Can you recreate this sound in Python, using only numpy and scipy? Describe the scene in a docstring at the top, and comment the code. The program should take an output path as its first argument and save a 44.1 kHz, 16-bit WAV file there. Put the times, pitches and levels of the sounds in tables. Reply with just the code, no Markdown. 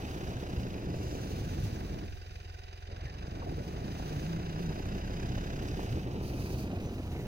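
"""Diesel car in deep snow

A four-cylinder diesel SUV crawls through deep snow, stops at idle, then backs out again.
Engine: exhaust pulses at each firing, blows ringing in sump, head and block, a hum and a fan whirr.
Tyres: random collapses make the crunch, stick-slip the groans, moans and creaks; noise swells squeak and hiss.
Slipping treads throw a hiss of crystals; a faint low wind flutters at each microphone."""
import sys
import numpy as np
from scipy import signal
from scipy.fft import rfft, irfft, next_fast_len
from scipy.io import wavfile
from scipy.ndimage import uniform_filter1d, map_coordinates

SR = 44100
rng = np.random.default_rng(int(sys.argv[2]) if len(sys.argv) > 2 else 0)


def generate_wav(signal):
    """Clip the signal to [-1, 1] and save it as 16-bit WAV at the path in sys.argv[1]."""
    frames = np.transpose(np.atleast_2d(signal))
    scaled = np.clip(frames, -1, 1) * 32767
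    pcm = np.round(scaled).astype(np.int16)
    wavfile.write(sys.argv[1], SR, pcm)


N = 320593
TIME_S = np.arange(N) / SR


def from_db(db):
    """Amplitude factor for a level in dB."""
    return 10 ** (np.asarray(db) / 20)


def rms_one(x):
    """Scale to rms 1 over all channels."""
    return x / np.sqrt(np.mean(x ** 2) + 1e-20)


def in_time(rows):
    """Each column of a curve, interpolated sample by sample."""
    time_s, *columns = np.transpose(rows)
    return [np.interp(TIME_S, time_s, column) for column in columns]


def at_hz(points, hz):
    """Gain of a spectrum at the given frequencies, interpolated over log frequency."""
    point_hz, db = np.transpose(points)
    return from_db(np.interp(np.log(hz + 1e-9), np.log(point_hz), db))


def colour(x, spectrum):
    """Shape a sound by a spectrum; rms 1."""
    size = next_fast_len(N + 8000)
    gain = at_hz(spectrum, np.fft.rfftfreq(size, 1 / SR))
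    shaped = irfft(rfft(x, size) * gain, size)
    return rms_one(shaped[..., :N])


def lowpass(x, order, hz):
    """Butterworth low-pass."""
    return signal.sosfilt(signal.butter(order, hz, fs=SR, output="sos"), x)


def resonance(x, hz, width_hz):
    """Two-pole resonance with gain 1 on top."""
    r = np.exp(-np.pi * width_hz / SR)
    numerator = np.array([1, 0, -1]) * (1 - r * r) / 2
    return signal.lfilter(numerator, [1, -2 * r * np.cos(2 * np.pi * hz / SR), r * r], x + 1e-18)


def double_resonance(x, hz, width_hz):
    """A resonance followed by another of twice the width."""
    return resonance(resonance(x, hz, width_hz), hz, 2 * width_hz)


def die_away(x, seconds):
    """Every click becomes an exponential tail."""
    return signal.lfilter([1], [1, -np.exp(-1 / (seconds * SR))], x + 1e-18)


def ringing(x, hz, width_hz):
    """A resonance whose centre may move; rms 1."""
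    turn = np.exp(2j * np.pi * np.cumsum(hz) / SR)
    return rms_one(np.real(turn * die_away(x / turn, 1 / (np.pi * width_hz))))


def drift(per_s):
    """Random wander with rms 1, drawn per_s times a second and joined by lines."""
    return rms_one(np.interp(TIME_S * per_s, np.arange(4000), rng.standard_normal(4000)))


def even(x):
    """Hold the level at 1 over an eighth of a second, keeping the grain."""
    return x / np.sqrt(uniform_filter1d(x ** 2, size=SR // 8) + 1e-6)


def grains(per_s, spread_db):
    """Random clicks of uneven size and sign."""
    sizes = from_db(spread_db * np.minimum(rng.exponential(1, N), 4))
    return (rng.random(N) < per_s / SR) * sizes * rng.choice([-1, 1], N)


def ticks(cycles):
    """A unit click whenever a whole cycle is completed."""
    return np.diff(np.floor(cycles), prepend=np.floor(cycles[0]))


def swell(centre_s, half_length_s):
    """A bell-shaped rise and fall around a moment; top 1."""
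    return np.exp(-2 * ((TIME_S - centre_s) / half_length_s) ** 2)


def place(x, lag_ms, pan_db):
    """A source to the right reaches the left ear later and weaker."""
    left = map_coordinates(x, [np.arange(N) - lag_ms * SR / 1000], order=3, mode="nearest")
    return np.array([left, x]) * from_db(np.array([[pan_db], [-pan_db]]) / 2)


# Wind spectrum. Each row: frequency in Hz, relative level in dB per Hz.
WIND_SPECTRUM = [(10, -3), (22, 15), (34, -2), (60, -35), (150, -56), (400, -90)]


def wind(level_db=-57, gust_db=3):
    """Low coloured noise with slow gusts, different at each microphone."""
    return from_db(level_db + gust_db * drift(2.9)) * colour(rng.standard_normal((2, N)), WIND_SPECTRUM)


# Coarse crystals' hiss. Each row: frequency in Hz, relative level in dB per Hz.
SPIN_SPECTRUM = [(1200, -16), (2600, 7), (3400, -2), (4700, 12), (5500, 5), (6200, 9), (7600, -7),
                 (8800, 1), (11500, -1), (13500, 2), (16000, 3)]
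SPIN_START_S, SPIN_END_S, SPIN_ATTACK_S, SPIN_RELEASE_S = 6.215, 6.68, 0.02, 0.07


def wheelspin(per_s=14000, spread_db=0.0, level_db=-55.5):
    """The spinning front wheel flings coarser crystals: one direct path, one scattered path for each ear."""
    attack = (TIME_S - SPIN_START_S) / SPIN_ATTACK_S
    release = (SPIN_END_S - TIME_S) / SPIN_RELEASE_S
    spinning = np.clip(np.minimum(attack, release), 0, 1)
    clicks = np.array([grains(per_s, spread_db) for _ in range(3)])
    return from_db(level_db) * spinning * colour(clicks, SPIN_SPECTRUM)


# Thrown crystals. Each row: time in seconds, relative level in dB.
SPRAY_LEVEL = [(0.0, -66.5), (0.03, -68), (0.92, -71.5), (0.98, -66.5), (1.63, -64), (2.14, -73),
               (2.87, -79.5), (4.2, -64.5), (4.37, -70.5), (5.35, -70), (5.9, -67.5), (6.1, -73.5),
               (6.7, -73), (7.27, -71)]
# Crystals' hiss. Each row: frequency in Hz, relative level in dB per Hz.
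SPRAY_SPECTRUM = [(1000, -15), (2500, 11), (3400, 8), (4000, 8), (4800, 8.5), (5500, 5.5), (6200, 10.5),
                  (7000, 3.5), (7650, -4), (8600, 0.5), (11500, -3), (13500, 0), (16000, 2.5)]


def spray(lag_ms, level_db=9, per_s=26000, spread_db=1.0, flutter_db=1.5, direct_db=-3, pan_db=-6,
          treble_hz=7500, treble_db_per_ms=15, neutral_ms=0.37):
    """Ice crystals patter on wheel arches and snow, brighter as the front wheel comes into view."""
    crystals = colour(np.array([grains(per_s, spread_db) for _ in range(3)]), SPRAY_SPECTRUM)
    treble_filter = signal.butter(4, treble_hz, "high", fs=SR, output="sos")
    treble = signal.sosfiltfilt(treble_filter, crystals)
    crystals = crystals + treble * (from_db(treble_db_per_ms * (neutral_ms - lag_ms)) - 1)
    thrown = crystals * from_db(level_db + in_time(SPRAY_LEVEL)[0]) + wheelspin()
    thrown = thrown * from_db(flutter_db * drift(60))
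    return from_db(direct_db) * place(thrown[0], lag_ms, pan_db) + thrown[1:]


# Soft collapsing snow. Each row: frequency in Hz, relative level in dB per Hz.
CRUNCH_SPECTRUM = [(100, -4), (200, -2), (280, -0.5), (400, -3), (550, -11.5), (750, -18), (1000, -24.5),
                   (1500, -52), (3000, -67)]
# Gritty crust. Each row: frequency in Hz, relative level in dB per Hz.
GRIT_SPECTRUM = [(300, 1), (700, 7.5), (950, 0.5), (1400, -2.5), (2500, -11), (6000, -24), (8000, -42)]
# Crispness, greatest where the wheels break out of rest. Each row: time in seconds, grit over crunch in dB.
CRISPNESS_CURVE = [(0, -4.5), (.7, -10), (2.1, -7.5), (3.0, 1.5), (3.5, -9), (4.0, -5.5), (4.7, -7.5),
                   (7.27, -12.5)]


def crunch(per_s=520, spread_db=2.5, clump_db=3.0, lump_db=0.78, grit_per_s=2500, grit_spread_db=3):
    """Snow fails under one tyre lump by lump, in clumps of tiny collapses; crisp crust adds finer grit."""
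    clumps = from_db(clump_db * drift(60))
    soft = even(colour(grains(per_s * clumps, spread_db), CRUNCH_SPECTRUM))
    grit = even(colour(grains(grit_per_s * clumps, grit_spread_db), GRIT_SPECTRUM))
    lumps = rms_one(from_db(lump_db * drift(32)))
    return (soft + from_db(in_time(CRISPNESS_CURVE)[0]) * grit) * lumps


# Crust giving way. Each row: time in seconds, relative level in dB.
SLUMP_EVENTS = [(0.284, -29.5), (0.799, -34), (0.942, -25), (1.152, -27), (2.89, -38.5), (2.926, -43),
                (3.281, -34), (3.373, -29.5), (3.436, -31), (3.517, -36), (3.997, -31), (4.758, -30),
                (4.852, -35), (5.098, -28), (5.378, -30), (5.578, -30), (5.794, -26.5), (6.211, -28),
                (6.396, -30), (6.536, -33), (6.555, -34), (6.656, -36), (6.696, -44), (7.152, -31),
                (7.198, -31)]


def slumps(level_db=-1, thud_hz=230, width_hz=330, soft_hz=800):
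    """A slab of crust breaks with a short dull thud."""
    clicks = np.zeros(N)
    for start_s, db in SLUMP_EVENTS:
        clicks[round(start_s * SR)] = from_db(db)
    thuds = lowpass(resonance(clicks, thud_hz, width_hz), 2, soft_hz)
    return -from_db(level_db) * thuds * clicks.max() / np.abs(thuds).max()


# Squeaks and hisses at the tyres.
# Each row: centre in seconds, half-length in seconds, frequency in Hz, width in Hz, level at the top in dB.
SQUEAK_EVENTS = [(1.103, 0.2, 5600, 1790, -60), (3.046, 0.063, 1890, 800, -57),
                 (3.595, 0.012, 1980, 400, -59), (3.847, 0.39, 5600, 1400, -76),
                 (5.688, 0.014, 5370, 1800, -52), (6.865, 0.049, 6100, 550, -61),
                 (7.18, 0.076, 2070, 346, -58)]


def squeaks_and_hisses():
    """Swells of noise, from short squeaks to long broad hiss."""
    out = np.zeros(N)
    for centre_s, half_length_s, hz, width_hz, db in SQUEAK_EVENTS:
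        noise = double_resonance(rng.standard_normal(N), hz, width_hz)
        out += from_db(db) * rms_one(noise) * swell(centre_s, half_length_s)
    return out


# Tread blocks letting go. Each row: start in seconds, length in seconds, frequency in Hz, peak in dB.
CREAK_EVENTS = [(3.057, 0.058, 1795, -52), (3.463, 0.037, 692, -39), (3.513, 0.0089, 800, -41),
                (3.586, 0.041, 570, -42.5), (6.728, 0.018, 735, -38), (6.768, 0.017, 700, -47)]


def creaks(attack_s=0.0019, waver_hz=70):
    """Quick stick and slip on packed snow: a rough tone that starts quickly and runs out."""
    out = np.zeros(N)
    for start_s, length_s, hz, db in CREAK_EVENTS:
        age_s = TIME_S - start_s
        strength = np.clip(age_s / attack_s, 0, 1) * np.clip(1 - (age_s / length_s) ** 2, 0, 1)
        phase = 2 * np.pi * np.cumsum(hz + waver_hz * drift(400)) / SR
        out += from_db(db) * strength * np.sin(phase)
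    return out


# Crust plates cracking. Each row: start in seconds, decay in seconds, frequency in Hz, peak in dB.
CRACK_EVENTS = [(0.942, 0.0077, 590, -38.5), (2.9, 0.032, 480, -46.5), (3.419, 0.012, 935, -37.5),
                (3.426, 0.015, 546, -37), (3.519, 0.0083, 333, -32), (3.997, 0.004, 720, -39.5),
                (5.374, 0.0034, 694, -40), (5.793, 0.0023, 720, -39), (6.702, 0.005, 600, -38),
                (6.772, 0.0065, 647, -41.5)]


def cracks(width_share=0.49):
    """A plate of crust under the car breaks in a run of fractures that starts at once and dies away."""
    out = np.zeros(N)
    for start_s, decay_s, hz, db in CRACK_EVENTS:
        age_s = TIME_S - start_s
        fade = np.exp(-np.minimum((age_s / decay_s) ** 2, 20))
        run = (age_s >= 0) * fade * rng.choice([-1, 1], N)
        width_hz = width_share * hz
        crack = resonance(resonance(run, hz, width_hz), hz, width_hz)
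        out += from_db(db) * crack / np.abs(crack).max()
    return out


# Boom of a loaded tyre. Each row: frequency in Hz, width in Hz, relative level in dB.
TYRE_MODES = [(125.9, 23.3, 1), (161.2, 59, -3), (187.6, 25, -11)]


def groan(slip_hz=155, wander=0.22, uneven_db=3):
    """The tread sticks and slips unevenly, and the tyre booms."""
    cycles = np.cumsum(slip_hz * np.exp(wander * drift(150))) / SR
    slips = ticks(cycles) * from_db(uneven_db * rng.standard_normal(N))
    return even(sum(from_db(db) * double_resonance(slips, hz, width_hz) for hz, width_hz, db in TYRE_MODES))


# Moans of a loaded tyre, one curve for each. Each row: time in seconds, pitch in Hz, level in dB.
MOAN_CURVES = [
    [(1.38, 135, -49), (1.48, 157, -39.5), (1.6, 137, -43)],
    [(3.47, 145.4, -55), (3.54, 159, -36), (3.63, 145, -47)],
    [(4.02, 151.5, -44), (4.14, 152.2, -34.5), (4.2, 140, -42), (4.255, 150.5, -33.5), (4.3, 166.3, -34.5),
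     (4.355, 165.7, -33), (4.41, 180.1, -41), (4.47, 168.1, -40), (4.555, 147.3, -35), (4.63, 176.5, -35),
     (4.695, 152.3, -31), (4.78, 137.3, -54)],
]


def moans(flutter_db=1.0, octave_db=-17, jitter=.022, fade_s=.02):
    """The slipping locks into a tone, with its octave, that glides and swells."""
    out = np.zeros(N)
    for curve in MOAN_CURVES:
        hz, db = in_time(curve)
        to_nearest_end_s = np.minimum(TIME_S - curve[0][0], curve[-1][0] - TIME_S)
        sounding = np.clip(to_nearest_end_s / fade_s, 0, 1)
        phase = 2 * np.pi * np.cumsum(hz * (1 + jitter * drift(120))) / SR
        out += from_db(db) * sounding * (np.sin(phase) + from_db(octave_db) * np.sin(2 * phase))
    return out * from_db(flutter_db * drift(50))


# Rolling tyres. Each row: frequency in Hz, relative level in dB per Hz.
RUMBLE_SPECTRUM = [(12, -28), (26, -26), (45, 7.5), (70, 11), (120, 9.5), (150, 4.5), (260, -48)]
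# Swells of low rumble. Each row: centre in seconds, half-length in seconds, level in dB.
RUMBLE_SWELLS = [(0.587, 0.043, -36), (1.64, 0.095, -33), (3.065, 0.032, -39), (5.94, 0.077, -34.5),
                 (6.48, 0.41, -39.5)]


def rumble(pace_db, level_db=-42, per_pace=0.86, uneven_db=1.0):
    """The tyres roll over lumps, and the rumble swells at set moments."""
    rolling = from_db(level_db + per_pace * pace_db + uneven_db * drift(12))
    swells = sum(from_db(db) * swell(centre_s, half_s) for centre_s, half_s, db in RUMBLE_SWELLS)
    return np.hypot(rolling, swells) * even(colour(grains(500, 4.8), RUMBLE_SPECTRUM))


# Wheels packing snow, at rest between drive in and drive out. Each row: time in seconds, relative level in dB.
PACKING_CURVE = [(0.05, -45), (0.23, -44.5), (1.11, -43.5), (1.86, -45), (2.02, -45.5), (2.2, -60.5),
                 (2.88, -67), (2.9, -56), (3.14, -52.5), (3.51, -44), (3.59, -45.5), (6.72, -42.5),
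                 (6.96, -44.5), (7.2, -43.5)]
FULL_PACKING_DB = -44  # table level at a steady crawl


def tyres(lag_ms, crunch_db=-43.0, crunch_per_pace=1.36, groan_db=-44, groan_per_pace=1.24, groan_uneven_db=2.0,
          rear_db=-6, rear_lag_ms=0.028, pan_db=-0.5, locked_db=-29):
    """Crunch, groan and rumble follow the wheels' pace; the groan gives way when the slip locks into a moan."""
    pace_db = in_time(PACKING_CURVE)[0] - FULL_PACKING_DB
    packing = from_db(crunch_db + crunch_per_pace * pace_db)
    moan = moans()
    locked = uniform_filter1d(moan ** 2, size=SR // 30) / from_db(locked_db) ** 2
    groan_level = from_db(groan_db + groan_per_pace * pace_db + groan_uneven_db * drift(12)) / (1 + 2 * locked)
    weight = groan_level * groan() + moan + rumble(pace_db)
    # front wheel beside the engine, rear wheel nearly straight ahead
    front = place(packing * crunch() + slumps() + squeaks_and_hisses() + creaks(), lag_ms, pan_db)
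    rear = place(from_db(rear_db) * packing * crunch(), rear_lag_ms, 0)
    return front + rear + place(weight, 0.74 * lag_ms, pan_db) + place(cracks(), 0.62 * lag_ms, pan_db)


COMBUSTION_SHARE = .54  # of the firing cycle
IDLE_FIRINGS_PER_S, FULL_FIRINGS_PER_S = 21.5, 32


def revving(firing_hz):
    """Engine speed from 0 at idle to 1 at full speed."""
    return (firing_hz - IDLE_FIRINGS_PER_S) / (FULL_FIRINGS_PER_S - IDLE_FIRINGS_PER_S)


def advance(firing_hz, share=.035):
    """Injection comes earlier in the cycle as the engine speeds up."""
    return share * revving(firing_hz)


def hum(cycles, hz=727, level_db=-67.5, waver=.018, throb=.45):
    """A thin wavering whine from the engine bay, shaken by the firings."""
    phase = 2 * np.pi * np.cumsum(hz * (1 + waver * drift(150))) / SR
    shake = 1 + throb * np.cos(2 * np.pi * (cycles - COMBUSTION_SHARE))
    return np.sqrt(2) * from_db(level_db) * np.sin(phase) * shake


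# Deep engine block resonances. Each row: frequency in Hz, width in Hz, relative level in dB.
BLOCK_MODES = [(375, 23, 1), (397, 22, 1.5), (473, 31, -4)]


def block(cycles, level_db=-64, timing=.012):
    """Each combustion sets the block ringing with a hollow pulsing note."""
    pulses = ticks(cycles - COMBUSTION_SHARE + timing * drift(25))
    rings = sum(from_db(db) * resonance(pulses, hz, width_hz) for hz, width_hz, db in BLOCK_MODES)
    return from_db(level_db) * rms_one(rings)


# Exhaust pipe response. Each row: frequency in Hz, relative gain in dB.
PIPE_RESPONSE = [(20, -18), (31, -0.5), (43, -2), (64, -4), (86, 1.5), (100, -6), (112, -14.5), (135, -36),
                 (220, -32)]


def exhaust(firing_hz, cycles, load_db, idle_db=-50, travel_s=0.0166, rough=0.14, dispersion=0.14):
    """Each combustion sends a pulse down the pipe, which passes its lowest orders; a suck precedes the push."""
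    at_tailpipe = cycles - COMBUSTION_SHARE - travel_s * firing_hz
    orders = np.zeros(N)
    for order in range(1, 10):
        phase = 2 * np.pi * (order * at_tailpipe - dispersion)
        orders += at_hz(PIPE_RESPONSE, order * firing_hz) * np.cos(phase)
    return np.sqrt(2) * orders * from_db(idle_db + load_db) * (1 + rough * drift(25))


def wheel_shade(lag_ms, depth_db=9, edge_ms=0.34, softness_ms=0.033):
    """Loss in dB as the front wheel comes between the source and the listener."""
    return depth_db * (1 + np.tanh((edge_ms - lag_ms) / softness_ms)) / 2


def arch_opening(lag_ms, gain_db=2, centre_ms=0.32, width_ms=0.05):
    """Gain in dB while the open wheel arch faces the listener."""
    return gain_db * np.exp(-((lag_ms - centre_ms) / width_ms) ** 2)


def engine_levels(firing_hz, load_db, lag_ms, sump_db=-62.5, head_db=-64.0, whirr_db=-58.5,
                  sump_per_rev=0.89, sump_per_load=0.26, head_per_rev=0.17, whirr_per_rev=0.97):
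    """Gains of sump, head and fan: each rises from idle with speed, the sump also with load (dB per dB)."""
    revs_db = 20 * np.log10(firing_hz / IDLE_FIRINGS_PER_S)
    return from_db([sump_db + sump_per_rev * revs_db + sump_per_load * load_db - wheel_shade(lag_ms),
                    head_db + head_per_rev * revs_db + arch_opening(lag_ms),
                    whirr_db + whirr_per_rev * revs_db])


# Blows within one firing: two pilot injections, combustion, piston slap, injector closing, pump, two valves seating.
# Each row: share of the cycle, relative dB in the sump, relative dB in the head, dB gained from idle to full speed.
BLOW_TABLE = [(.41, -19, -23, 11), (.475, -13, -15, 8), (.55, -2, 0, -1), (.61, 0, -4, 1), (.68, -9, -6, 0),
              (.83, -16, -15, 5), (.175, -5, -4.5, -5), (.28, -9, -9, 1)]
BLOW_SCATTER, CHATTER_PER_S = .007, 220  # timing scatter as share of the cycle; loose gear and chain contacts


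def knocks(cycles, revs, column, knock_s, strike, chatter_db, uneven_db=1.0):
    """Blows on one part over loose gear chatter, each a hard contact and a dying rattle: one direct path, two scattered."""
    firing_db = .8 * rng.standard_normal(1000)[np.floor(cycles).astype(int)]
    blows = np.zeros(N)
    for row in BLOW_TABLE:
        hits = ticks(cycles - row[0] + BLOW_SCATTER * drift(25))
        blows += hits * from_db(row[column] + row[3] * revs)
    blows = blows * from_db(firing_db + uneven_db * rng.standard_normal(N))
    blows = blows + from_db(chatter_db) * np.abs(grains(CHATTER_PER_S, 1.8))
    rattle = rms_one(die_away(blows, knock_s)) * rng.choice([-1, 1], (3, N))
    rattle[0] += strike * rms_one(blows)
    return rattle


def casting(rattle, modes, muffle_hz=7000, radiates_hz=1150, mode_db=1.5):
    """A part rings in a varying mix of its modes, radiates little bass and is muffled by the bonnet; rms 1."""
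    rings = 0
    for k, (hz, width_hz, db) in enumerate(modes):
        rings = rings + (-1) ** k * resonance(rattle * from_db(db + mode_db * drift(70)), hz, width_hz)
    rings = signal.sosfilt(signal.butter(3, radiates_hz, "high", fs=SR, output="sos"), rings)
    return rms_one(lowpass(rings, 4, muffle_hz))


def injectors(rattle, lag_ms, hz=4800, shift_hz_per_ms=1300, rest_ms=0.52, width_hz=370, level_db=-3.5, skirt_hz=900):
    """The injectors' tick rings higher as the car turns away from side on, and fades behind the front wheel."""
    moving_hz = hz + shift_hz_per_ms * (rest_ms - lag_ms)
    ring = ringing(resonance(rattle, hz + width_hz / 2, skirt_hz), moving_hz, width_hz)
    return ring * from_db(level_db - wheel_shade(lag_ms, depth_db=30, edge_ms=0.3, softness_ms=0.1))


def arch_ring(rattle, lag_ms, hz=2440, width_hz=200, level_db=-2, centre_ms=0.26, width_ms=0.053):
    """The hollow of the front wheel arch rings with the clatter as it passes."""
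    facing = np.exp(-((lag_ms - centre_ms) / width_ms) ** 2)
    return from_db(level_db) * facing * rms_one(double_resonance(rattle, hz, width_hz))


# Sump and lower block resonances. Each row: frequency in Hz, width in Hz, relative level in dB.
SUMP_MODES = [(1512, 194, 4), (1786, 160, -3), (1934, 87, -4), (3680, 190, -7), (6060, 410, -9.5)]
# Cylinder head and cover resonances. Each row: frequency in Hz, width in Hz, relative level in dB.
HEAD_MODES = [(2415, 240, 1), (2690, 150, 5.5), (2990, 120, 1.5), (3860, 220, -5), (6480, 390, -9.5)]
# Hard edge of each blow on the head. Each row: frequency in Hz, relative gain in dB.
EDGE_SPECTRUM = [(1200, -20), (2700, 1), (4700, 3.5), (6400, -4.5), (7500, -10), (11000, -19), (15000, -20)]
# Fan, belts and intake. Each row: frequency in Hz, relative level in dB per Hz.
WHIRR_SPECTRUM = [(120, 5), (240, -32), (360, 12), (450, 9), (560, 3.5), (700, 10), (1150, -0.5),
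                  (1550, -1.5), (1950, 4.5), (2170, -3), (2500, 0.5), (2900, 1), (3350, -8.5), (3900, 1),
                  (4300, -13), (5000, -2.5), (5500, -22), (6500, -23), (7600, -28), (11000, -50),
                  (16000, -37)]


def clatter(cycles, revs, levels, lag_ms, scatter_db=-1.5, pan_db=-3.5, edge_db=-7, scatter_from_hz=2600, low_loss=0.51):
    """Firings knock in sump and head over the whirr; part, mostly treble, scatters from under the body."""
    sump = knocks(cycles, revs, 1, knock_s=.005, strike=.4, chatter_db=-22)
    head = knocks(cycles, revs, 2, knock_s=.0056, strike=.42, chatter_db=-20)
    sump_level, head_level, whirr_level = levels
    whirr = colour((1 + .5 * np.abs(head[1])) * rng.standard_normal((3, N)), WHIRR_SPECTRUM)
    edge = from_db(edge_db) * colour(head, EDGE_SPECTRUM)
    top = casting(head, HEAD_MODES) + injectors(head, lag_ms) + arch_ring(head, lag_ms) + edge
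    paths = sump_level * casting(sump, SUMP_MODES) + head_level * top + whirr_level * whirr
    scattered = paths[1:] - low_loss * lowpass(paths[1:], 1, scatter_from_hz)
    return place(paths[0], lag_ms, pan_db) + from_db(scatter_db) * scattered


# Engine speed. Each row: time in seconds, firings per second.
SPEED_CURVE = [(0.0, 31.81), (0.53, 30.62), (0.92, 23.22), (1.08, 24.62), (1.69, 21.95), (2.18, 21.76),
               (2.85, 21.07), (3.25, 24.05), (3.55, 20.09), (3.82, 26.01), (4.12, 29.6), (4.85, 30.83),
               (5.03, 32.4), (5.84, 33.72), (6.15, 21.5), (6.45, 24.42), (6.82, 22.32), (7.27, 21.96)]
# Engine load, driving exhaust throb and sump knock. Each row: time in seconds, dB over idle.
LOAD_CURVE = [(0, 0), (.8, -0.5), (1.55, 7.5), (2.1, 2), (2.4, 1), (2.8, -1.5), (3.0, 5), (3.3, 5),
              (3.6, 0), (4.5, 2.5), (5.2, 9), (5.8, 6), (6.2, 1.5), (7.27, 4)]
# Bearing of the bonnet. 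Each row: time in seconds, lag of the left ear in ms.
BEARING_CURVE = [(0, 0.35), (.7, 0.38), (1.7, 0.5), (4.2, 0.47), (4.8, 0.41), (5.3, 0.4), (6.05, 0.34),
                 (6.4, 0.27), (7.27, 0.14)]


def scene(wheel_bearing=0.97):
    """Engine and wheels pass together before a pair of microphones."""
    firing_hz, = in_time(SPEED_CURVE)
    load_db, = in_time(LOAD_CURVE)
    lag_ms, = in_time(BEARING_CURVE)
    cycles = np.cumsum(firing_hz) / SR
    background = wind() + spray(lag_ms) + tyres(wheel_bearing * lag_ms)
    low_engine = hum(cycles) + block(cycles) + exhaust(firing_hz, cycles, load_db)
    levels = engine_levels(firing_hz, load_db, lag_ms)
    rattling = clatter(cycles + advance(firing_hz), revving(firing_hz), levels, lag_ms)
    return background + place(low_engine, 0.55 * lag_ms, pan_db=-1.0) + rattling


def record(dry, cutoff_hz=15850):
    """A steep elliptic low-pass cuts the top."""
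    return signal.sosfilt(signal.ellip(12, .1, 80, cutoff_hz, fs=SR, output="sos"), dry)


dry = scene()
out = record(dry)
generate_wav(out)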